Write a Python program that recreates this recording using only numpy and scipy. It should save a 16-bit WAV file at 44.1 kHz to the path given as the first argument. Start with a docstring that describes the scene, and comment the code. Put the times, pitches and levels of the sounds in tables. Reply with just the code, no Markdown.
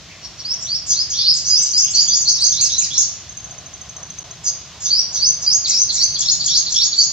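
"""In front of a house, over a low town hum and a faint hiss: a sunbird sings two runs with soft high ticks between.
Whistles are gliding sines that turn to noisy warble on fast slides and low notes; rasps are two jittering tones;
ticks are tiny downward slides. Random wall echoes, a diffuse tail and narrow resonances return the song.
Far birds waver in the echoes; hum, traffic and hiss are shaped noise. The level dips briefly once."""
import sys
import numpy as np
from scipy import signal
from scipy.fft import rfft, irfft, next_fast_len
from scipy.io import wavfile
from scipy.ndimage import uniform_filter1d, minimum_filter1d, map_coordinates

SR = 44100
rng = np.random.default_rng(int(sys.argv[2]) if len(sys.argv) > 2 else 0)


def wav_out(sig):
    """Save sig, one row per channel (or a flat mono array), as 16-bit PCM at SR to the path in sys.argv[1]."""
    wavfile.write(sys.argv[1], SR, np.round(np.clip(np.atleast_2d(sig).T, -1, 1) * 32767).astype(np.int16))


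N = 313992


def amp(db):
    """Amplitude ratio from dB."""
    return 10 ** (np.asarray(db) / 20)


def unit(x):
    """Scale to rms 1."""
    return x / np.sqrt(np.mean(x ** 2) + 1e-20)


def along(points, hz):
    """Interpolate (Hz, value) points on a log frequency axis."""
    f, v = np.transpose(points)
    return np.interp(np.log(hz + 1), np.log(f + 1), v)


def over_time(points):
    """Interpolate (s, value) points over the whole scene."""
    return np.interp(np.arange(N) / SR, *np.transpose(points))


def wobble(rate_hz, size):
    """Smooth random curve through normal knots, rate_hz knots a second, size samples long."""
    knots = rng.standard_normal(int(size * rate_hz / SR) + 4)
    return map_coordinates(knots, [np.arange(size) * rate_hz / SR])


def filtered(x, response):
    """Multiply the spectrum by a complex response of frequency."""
    m = next_fast_len(N + SR // 2)
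    return irfft(rfft(x, m) * response(np.fft.rfftfreq(m, 1 / SR)), m)[..., :N]


def add(track, start_s, sound):
    """Mix a sound into the track from start_s."""
    room = track[max(round(start_s * SR), 0):][:len(sound)]
    room += sound[:len(room)]


def pair(two, hz):
    """Mix two unrelated spectra into the partly alike signals of two close microphones."""
    # left-right correlation: f/Hz, correlation
    likeness = [(60, 0.89), (1000, 0.96), (3000, 0.8), (6000, 0.21), (12000, .4)]
    turn = np.arccos(np.clip(along(likeness, hz), -1, 1)) / 2
    mid, side = two[0] * np.cos(turn), two[1] * np.sin(turn)
    return np.array([mid + side, mid - side])


def rush(spectrum):
    """Stereo Gaussian noise of rms 1, shaped by (Hz, dB) points."""
    hz = np.fft.rfftfreq(N, 1 / SR)
    noise = pair(rfft(rng.standard_normal((2, N))), hz)
    return unit(irfft(noise * amp(along(spectrum, hz)), N))


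def background():
    """Three shaped noises: wavering town hum, far traffic that swells a little, slightly wavering hiss."""
    # noise spectra: f/Hz, relative density/dB
    hum_spectrum = [(20, -32.5), (40, -16.5), (62, -1.5), (130, -1.5), (170, -2.5), (250, -16.5),
                    (300, -13), (400, -28.5), (900, -54)]
    traffic_spectrum = [(160, -29), (280, -5), (486, 0.5), (635, 8.5), (748, 7.5), (859, 1), (1090, 6),
                        (1310, 1), (2200, -6), (2860, -55.5), (4840, -120)]
    air_spectrum = [(200, -22), (350, -7.5), (670, -17.5), (1400, -11.5), (2100, -9.5), (3400, -5),
                    (4300, -6), (6200, -5), (7000, -9.5), (8200, -24), (10000, -36.5), (15500, -35)]
    # far traffic: t/s, relative level/dB
    traffic_level = [(0, -48), (1.3, -49.5), (2, -48), (3.35, -49), (3.5, -42.5), (3.8, -45.5), (4, -41.5),
                     (4.15, -47), (5.602, -46), (7.12, -48)]
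    hum = amp(-45.5 + 0.79 * wobble(6.5, N)) * rush(hum_spectrum)
    swell = amp(1.5 * wobble(14, N))
    traffic = amp(over_time(traffic_level) - 3.5) * swell * rush(traffic_spectrum)
    hiss = amp(-41.5 + 0.5 * wobble(11, N)) * rush(air_spectrum)
    return hum + traffic + hiss


def syrinx(hz, overtone_db=-56):
    """Nearly pure tone of rms about 1 with a trace of its octave."""
    phase = 2 * np.pi * np.cumsum(hz) / SR
    return np.sqrt(2) * (np.sin(phase) + amp(overtone_db) * np.sin(2 * phase))


def warble(hz, swing, rate_hz, flutter_db):
    """Tone of rms 1 with random jitter of pitch (at rate_hz) and strength (at half of it)."""
    tone = syrinx(hz * (1 + swing * wobble(rate_hz, len(hz))))
    return unit(tone * amp(flutter_db * wobble(rate_hz / 2, len(hz))))


def far_birds(swing=.13):
    """Wavering calls of distant birds, each swelling and fading."""
    # t/s, length/s, mean f/Hz, relative level/dB
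    calls = [(.07, 0.087, 2225, -42.5), (1.152, .14, 2730, -44), (1.545, .15, 3400, -38.5),
             (1.821, 0.068, 2950, -34), (1.901, 0.15, 2980, -42.5), (2.05, .07, 3550, -32),
             (2.582, 0.091, 2710, -38.5), (2.776, 0.1, 2480, -39.5), (5.619, 0.18, 2456, -43),
             (5.932, 0.11, 2090, -43.5)]
    out = np.zeros(N)
    for start_s, length_s, hz, db in calls:
        swell = np.hanning(int(length_s * SR)) ** .5
        tone = warble(np.full(len(swell), hz), swing, rate_hz=140, flutter_db=4.5)
        add(out, start_s, amp(db) * swell * tone)
    return out


def gesture(note, fade_s):
    """Turn (s, Hz, dB) points into start time, smoothed pitch and loudness eased in and out."""
    s, hz, db = np.transpose(note)
    s = np.sort(s)
    t = np.arange(s[0] - fade_s / 2, s[-1] + fade_s / 2, 1 / SR)
    to_edge_s = np.minimum(t - t[0], t[-1] - t)
    gate = np.sin(np.pi / 2 * np.clip(to_edge_s / fade_s, 0, 1)) ** 2
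    pitch = uniform_filter1d(np.interp(t, s, hz), size=180)
    return t[0], pitch, gate * amp(np.interp(t, s, db))


def throat(x):
    """Throat and bill pass mainly the middle band of a harsh sound."""
    # f/Hz, gain/dB
    colour = [(2500, -9), (3500, 1), (4300, 2), (7000, -2.5), (7700, -5), (8600, -22), (11000, -36.5)]
    return filtered(x, lambda hz: amp(along(colour, hz)))


def rasp(start_s, length_s, from_hz, to_hz, db, swelling):
    """Points of a harsh note that swells and fades while its pitch settles exponentially."""
    onset_db, end_db, settle_share = -16, -6, 0.3
    u = np.linspace(0, 1, num=24)
    peak = np.clip(swelling, .05, .95)
    swell_db = np.interp(u, [0, peak, 1], [onset_db, 0, end_db])
    hz = to_hz + (from_hz - to_hz) * np.exp(-u / settle_share)
    return np.column_stack([start_s + length_s * u, hz, db + swell_db])


def rasps(under_db=-9, under_ratio=.8):
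    """Chaotic membranes as jittering tones; the second side of the syrinx adds a lower band."""
    # t/s, length/s, start f/Hz, settling f/Hz, relative peak level/dB, swelling share of length
    harsh_notes = [(0.214, .048, 5700, 5500, -31.5, 0.98), (0.375, .047, 6500, 5420, -32, 0.44),
                   (0.601, .04, 6200, 7220, -29, .9), (0.863, 0.073, 7500, 6100, -14, 0.77),
                   (1.095, 0.091, 7200, 5600, -21.5, 0.11), (1.442, .08, 5600, 6440, -17, 0.37),
                   (1.62, 0.021, 7020, 7450, -15.5, 0.3), (1.646, .043, 6320, 6140, -20.5, 0.43),
                   (1.943, 0.027, 6340, 5900, -13, 0.31), (4.438, .063, 7120, 6154, -17, 0.66),
                   (4.804, 0.07, 7200, 6210, -18.5, 0.96), (5.121, .069, 7150, 5850, -20, .4),
                   (5.412, 0.049, 7150, 5800, -22, 0.27)]
    out = np.zeros(N)
    for row in harsh_notes:
        start_s, hz, loud = gesture(rasp(*row), fade_s=0.014)
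        upper = warble(hz, swing=.055, rate_hz=1300, flutter_db=3)
        lower = warble(hz * under_ratio, swing=.05, rate_hz=1200, flutter_db=3)
        add(out, start_s, loud * (upper + amp(under_db) * lower))
    return throat(out)


def rise(start_s, length_s, from_hz, to_hz, db, bend=1, ripple_hz=0, swell_db=0):
    """Points of a whistle that slides between two pitches, rising or falling."""
    u = np.linspace(0, 1, num=24)
    hz = from_hz + (to_hz - from_hz) * u ** bend + ripple_hz * np.sin(2 * np.pi * u)
    return np.column_stack([start_s + length_s * u, hz, db + swell_db * (u - .5)])


def eased_in(note, onset_db=-8, onset_share=0.18):
    """The same note with a soft start that decays over a share of its length."""
    s, hz, db = np.transpose(note)
    u = np.linspace(0, 1, num=len(s))
    return np.column_stack([s, hz, db + onset_db * np.exp(-u / onset_share)])


def arch(start_s, length_s, start_hz, top_hz, end_hz, rising, db, fade_db, roundness=1.6):
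    """Points of a chip that shoots up and curves down again."""
    u, crest = np.linspace(0, 1, num=40), np.clip(rising, .01, .99)
    sag = np.interp(u, [0, crest, 1], [1, 0, 1]) ** roundness
    foot_hz = np.where(u < crest, start_hz, end_hz)
    hz = top_hz + (foot_hz - top_hz) * sag
    return np.column_stack([start_s + length_s * u, hz, db + fade_db * u])


def swoop(leap_at_s, low_s, high_s, start_hz, foot_hz, top_hz, low_db, high_db, leap_s):
    """Points of a whistle that starts soft, creeps along a low shelf, leaps and holds its top."""
    shelf_bend, onset_db, onset_s = 1.6, -4, 0.017
    t = np.linspace(-low_s, high_s, num=60)
    shelf = start_hz + (foot_hz - start_hz) * np.clip(1 + t / low_s, 0, 1) ** shelf_bend
    leap = (1 + np.tanh(t / leap_s)) / 2
    hz = shelf + (top_hz - shelf) * leap
    soft_db = onset_db * np.exp(-(t + low_s) / onset_s)
    return np.column_stack([leap_at_s + t, hz, low_db + (high_db - low_db) * leap + soft_db])


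def motif(s, db, lead_s, blip_db, sigh_db):
    """Points of a low blip, a two-voiced hook and a sinking sigh."""
    # blip: t/s from its own start, f/Hz, relative level/dB
    blip = [(0.0, 4760, -23), (0.016, 4183, -9.5), (0.024, 3340.0, -14.5)]
    # hook, its second voice from the other side of the syrinx, sigh: t/s from motif, f/Hz, relative level/dB
    hook = [(-0.038, 6780.0, -28), (-0.023, 7240.0, -18.5), (-0.015, 7450.0, -18), (-0.009, 6850.0, -10),
            (0.005, 5040.0, -20), (0.021, 3980.0, -16.5)]
    under_hook = [(-0.032, 4507, -25), (-0.02, 6430, -15.5)]
    sigh = [(0.027, 5670, -15), (0.037, 5516, -17), (0.06, 5330.0, -30)]
    return [np.add(blip, (s - lead_s, 0, blip_db)), np.add(hook, (s, 0, db)),
            np.add(under_hook, (s, 0, db)), np.add(sigh, (s, 0, sigh_db))]


def pure_notes():
    """All whistled notes; the two sides of the syrinx may overlap."""
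    # rising whistles: t/s, length/s, start f/Hz, end f/Hz, relative level/dB,
    # bend (<1 early rise, >1 late), S-shaped ripple/Hz, level change/dB
    rising_whistles = [(0.431, 0.114, 3360, 5880, -24, 0.55, 129, 6),
                       (0.616, 0.049, 5200, 6060, -28.0, 0.67, 3, 5),
                       (0.663, 0.104, 3130, 5910, -19.5, 0.85, 251, -7.5),
                       (0.92, 0.103, 3220, 5420, -18, 0.95, 41, -2.5),
                       (1.125, 0.1, 3135, 5360, -16, 1.1, -100.0, -2.5),
                       (1.189, 0.118, 3372, 5468, -9, 1.3, 153.5, -1.5),
                       (1.7, 0.018, 5130, 6630, -16.5, 1.1, 147, 2.5),
                       (2.522, 0.086, 3526, 4746, -12.5, 1.8, 48, -7.5),
                       (2.698, 0.079, 3390, 4307, -12, 0.74, 104.5, -17.5),
                       (2.903, 0.065, 3200, 4216, -12.5, 0.83, -49.5, -10.5),
                       (4.858, 0.04, 3595, 4220.0, -20.5, 2.8, -50.0, -6.0),
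                       (4.903, 0.096, 4420, 5770, -12, 1.5, 54.5, -11),
                       (5.161, 0.046, 3290, 4470, -20, 0.65, -50.0, -4)]
    # falling chips: t/s, length/s, start f/Hz, end f/Hz, relative level/dB
    falling_chips = [(1.771, 0.012, 7970, 6500, -10), (1.909, 0.0067, 7520, 7160, -6.5),
                     (2.079, 0.014, 6830, 5730, -12.5), (2.209, 0.016, 6740.0, 5930, -14.5),
                     (2.333, 0.032, 6040, 5130, -18.5), (2.408, 0.018, 8340, 8080, -15.5),
                     (2.517, 0.015, 6640.0, 5290, -12), (2.609, 0.03, 8230, 7600, -15.5),
                     (2.72, 0.028, 6300.0, 5310, -18.5), (2.81, 0.014, 8430, 8350, -19.5),
                     (2.933, 0.018, 6590.0, 5010, -19.5)]
    # swoops: leap t/s, low shelf/s, high shelf/s, start f/Hz, leap foot f/Hz, top f/Hz,
    # low relative level/dB, high relative level/dB, leap time constant/s
    leaping_whistles = [(1.567, 0.071, 0.056, 4904, 4870, 6170, -13, -15, 0.013),
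                        (1.796, 0.062, 0.054, 4723, 5390, 6380.0, -12.5, -15.5, 0.014),
                        (2.007, 0.071, 0.029, 4396, 5007, 6920, -12, -13.5, 0.006),
                        (2.146, 0.046, 0.034, 4680, 4720, 6785, -15.0, -11, 0.009),
                        (2.287, 0.033, 0.025, 4220, 4575, 6244, -8, -9.5, 0.0046),
                        (2.441, 0.061, 0.038, 3920, 5170, 6366, -9, -15.0, 0.0045),
                        (5.258, 0.049, 0.054, 4487, 5310, 6200, -13.5, -16, 0.0093),
                        (5.525, 0.062, 0.046, 4744, 5150, 6575, -13.5, -13.5, 0.015),
                        (5.782, 0.059, 0.051, 4836, 5540, 6220, -15, -14.0, 0.014),
                        (6.025, 0.059, 0.024, 3970.0, 4830, 6225, -12.0, -11.0, 0.0036),
                        (6.304, 0.089, 0.04, 3370.0, 4510, 6950, -11.0, -13.5, 0.012),
                        (6.567, 0.092, 0.024, 3313, 4735, 6670, -9.0, -11.5, 0.012),
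                        (6.832, 0.09, 0.042, 3284, 4590, 6810, -8.5, -16, 0.012),
                        (7.014, 0.035, 0.046, 4510, 4550, 6720, -8.5, -17.5, 0.011)]
    # arched chips: t/s, length/s, start f/Hz, top f/Hz, end f/Hz, rising share of length,
    # relative level/dB, level change by the end/dB
    arched_chips = [(1.34, 0.039, 6330, 8170, 5400, 0.35, -20.5, 8),
                    (2.61, 0.061, 5600, 6930, 4070, 0.1, -8.5, -11),
                    (2.781, 0.076, 5820, 7070, 3615, 0.17, -9, -11.5),
                    (2.977, 0.054, 5840, 7080, 4570, 0.32, -6, -14.5)]
    # second-run motifs: t/s, hook gain/dB, blip lead/s, blip gain/dB, sigh gain/dB
    motif_times = [(5.706, 2.5, 0.063, 2.5, -1), (5.955, 1.0, 0.07, 4, -0.5), (6.216, 0.5, 0.072, 2.5, 0),
                   (6.472, 1, 0.074, 2, 3), (6.733, -1.5, 0.076, 0.5, 4.5), (6.997, -3.5, 0.077, 1, -1.5)]
    notes = [eased_in(rise(*row)) for row in rising_whistles]
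    notes += [rise(*row) for row in falling_chips]
    notes += [swoop(*row) for row in leaping_whistles]
    notes += [arch(*row) for row in arched_chips]
    return notes + [note for row in motif_times for note in motif(*row)]


def whistles():
    """Trembling tones along the gestures, hoarse on fast slides and at the bottom of the range."""
    # strength over the singing range: f/Hz, gain/dB
    voice_range = [(3100.0, -12.5), (3800.0, -15.5), (4250.0, -7.5), (4600.0, -0.5), (6500.0, 0),
                   (7000.0, -5), (7500.0, -11.5), (8400.0, -13.5)]
    hoarse_db, hoarse_growth_db, tremor_db = -14.5, 10.5, 2.5
    clear, hoarse = np.zeros((2, N))
    for note in pure_notes():
        start_s, hz, loud = gesture(note, fade_s=0.0034)
        loud = loud * amp(along(voice_range, hz))
        slide = np.clip(np.abs(np.gradient(hz)) * SR / 60000, 0, 1)  # 1 from 60 kHz/s
        slack = np.clip((4500 - hz) / 600, 0, 1)
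        share = np.minimum(amp(hoarse_db + hoarse_growth_db * np.maximum(slide, slack)), .9)
        tremor = unit(amp((tremor_db + 1.5 * slide) * wobble(260, len(hz))))
        clear_tone = warble(hz, swing=.012, rate_hz=400, flutter_db=2)
        hoarse_tone = warble(hz, swing=.065, rate_hz=900, flutter_db=3)
        add(clear, start_s, loud * tremor * np.sqrt(1 - share ** 2) * clear_tone)
        add(hoarse, start_s, loud * share * hoarse_tone)
    return clear + throat(hoarse)


def ticks(centre_hz=6270, fall_hz=230, width_s=0.0044):
    """Tiny downward slides under Gaussian envelopes, each slightly off in pitch."""
    # t/s, relative peak level/dB
    soft_ticks = [(3.297, -30.5), (3.376, -26.5), (3.446, -28.5), (3.513, -30.5), (3.585, -33),
                  (3.664, -33.5), (3.741, -32), (3.817, -32), (3.897, -31.5), (3.969, -30.5), (4.034, -30),
                  (4.106, -29), (4.19, -26), (4.314, -30)]
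    out, t = np.zeros(N), np.arange(-SR // 50, SR // 50) / SR
    for s, db in soft_ticks:
        hz = centre_hz - fall_hz * np.tanh(t / (2 * width_s)) + rng.normal(0, 32.0)
        add(out, s + t[0], amp(db + 2.5) * np.exp(-(t / width_s) ** 2) * syrinx(hz))
    return out


def yard(near_db=-1.5, near_decay_s=0.024, tail_db=-5.0, build_s=0.009):
    """Stereo impulse response: sparse wall echoes, then a diffuse tail from house and trees."""
    # f/Hz, t60/s
    decay = [(2500, 0.57), (5000, 0.59), (7000, 0.49), (8500, 0.39)]
    hz, t, z = signal.stft(rng.standard_normal((2, SR // 2)), SR, nperseg=256)
    fading = amp(-60 * t / along(decay, hz)[:, None]) * (1 - np.exp(-t / build_s))
    tail = signal.istft(z * fading, SR, nperseg=256)[1][:, :SR // 2]
    tail = tail / np.linalg.norm(tail[0])
    walls = np.zeros_like(tail)
    delay_s = np.linspace(.004, .06, num=14) + rng.uniform(-.002, .002, size=14)
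    strength = rng.standard_normal((2, len(delay_s))) * np.exp(-delay_s / near_decay_s)
    walls[:, (delay_s * SR).astype(int)] = strength
    walls = walls / np.linalg.norm(walls, axis=1, keepdims=True)
    echoes = amp(tail_db) * tail + amp(near_db) * walls
    return irfft(pair(rfft(echoes), np.fft.rfftfreq(SR // 2, 1 / SR)))


def echoed(x, size=SR // 2):
    """Crossfade to a fresh random yard response every 0.25 s, as the bird turns its head."""
    out, padded = np.zeros((2, N + 2 * SR)), np.pad(x, size)
    window = np.sqrt(np.hanning(size))
    for i in range(size // 2, N + size, size // 2):
        answer = yard()
        piece = signal.fftconvolve((padded[i:i + size] * window)[None], answer, axes=1)
        out[:, i:i + piece.shape[1]] += piece
    return out[:, size:size + N]


def ringing(hz, ring_db=-3, width_hz=21.2):
    """Response with narrow resonances at the pitches where wall echoes add up."""
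    # f/Hz
    centres = [4423, 4547, 4786, 4931, 5328, 5379, 5545, 5869, 5992, 6094, 6195, 6360, 6595, 6750, 6848]
    rings = sum(1j * hz * width_hz / (c * c - hz * hz + 1j * hz * width_hz) for c in centres)
    return 1 + amp(ring_db) * rings


def bird(lag_samples=1.906, direct_db=-2.0, fizz_db=-35):
    """Song, ticks and echoes reach the right microphone just before the left."""
    # direct song as the bird turns its head: t/s, gain/dB
    head_turn = [(0.5, 1), (1.5, -1.5), (2.3, -3.5), (2.8, -5), (4.5, 2.5), (5.4, -1), (5.9, -5), (6.9, -2)]
    # left minus right: f/Hz, level difference/dB
    balance = [(1500, 0.5), (2800, -1.5), (3600, -5), (4600, -1), (8000, -1)]
    song = amp(0.45) * whistles() + amp(1.94) * rasps()
    soft = ticks()
    # a faint high fizz rides on the loudest notes
    power = np.abs(uniform_filter1d(song ** 2, size=1800))
    fizz = amp(fizz_db) * power * rush([(6000, -42.0), (9000, -11), (14000, -8.5)])
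    # the soft ticks stir the yard less than the full song; far birds are heard only through it
    echoes = echoed(song + amp(-2.0) * soft + amp(2) * far_birds())
    direct = amp(over_time(head_turn)) * song + amp(1.0) * soft
    heard = amp(direct_db) * filtered(direct + echoes, ringing) + fizz
    side = np.array([[.5], [-.5]])  # left, right

    def microphones(hz):
        delay = np.exp(-2j * np.pi * hz * side * lag_samples / SR)
        return amp(side * along(balance, hz)) * delay
    return filtered(heard, microphones)


def scene():
    """Bird song and its echoes over the background."""
    return bird() + background()


def record(dry, ceiling=.85, top_hz=15600):
    """One brief level dip, a limiter that turns down the highest peaks, a sharp upper band limit."""
    # t/s, half width/s
    brief_dip = (4.236, .005)
    dip_s, half_width_s = brief_dip
    dip = 1 - .9 * np.exp(-((np.arange(N) / SR - dip_s) / half_width_s) ** 4)
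    needed = np.minimum(1, ceiling / (np.abs(dry).max(axis=0) + 1e-9))
    gain = uniform_filter1d(minimum_filter1d(needed, size=130), size=130)
    return filtered(dry * dip * gain, lambda hz: hz < top_hz)


dry = scene()
out = record(dry)
wav_out(out)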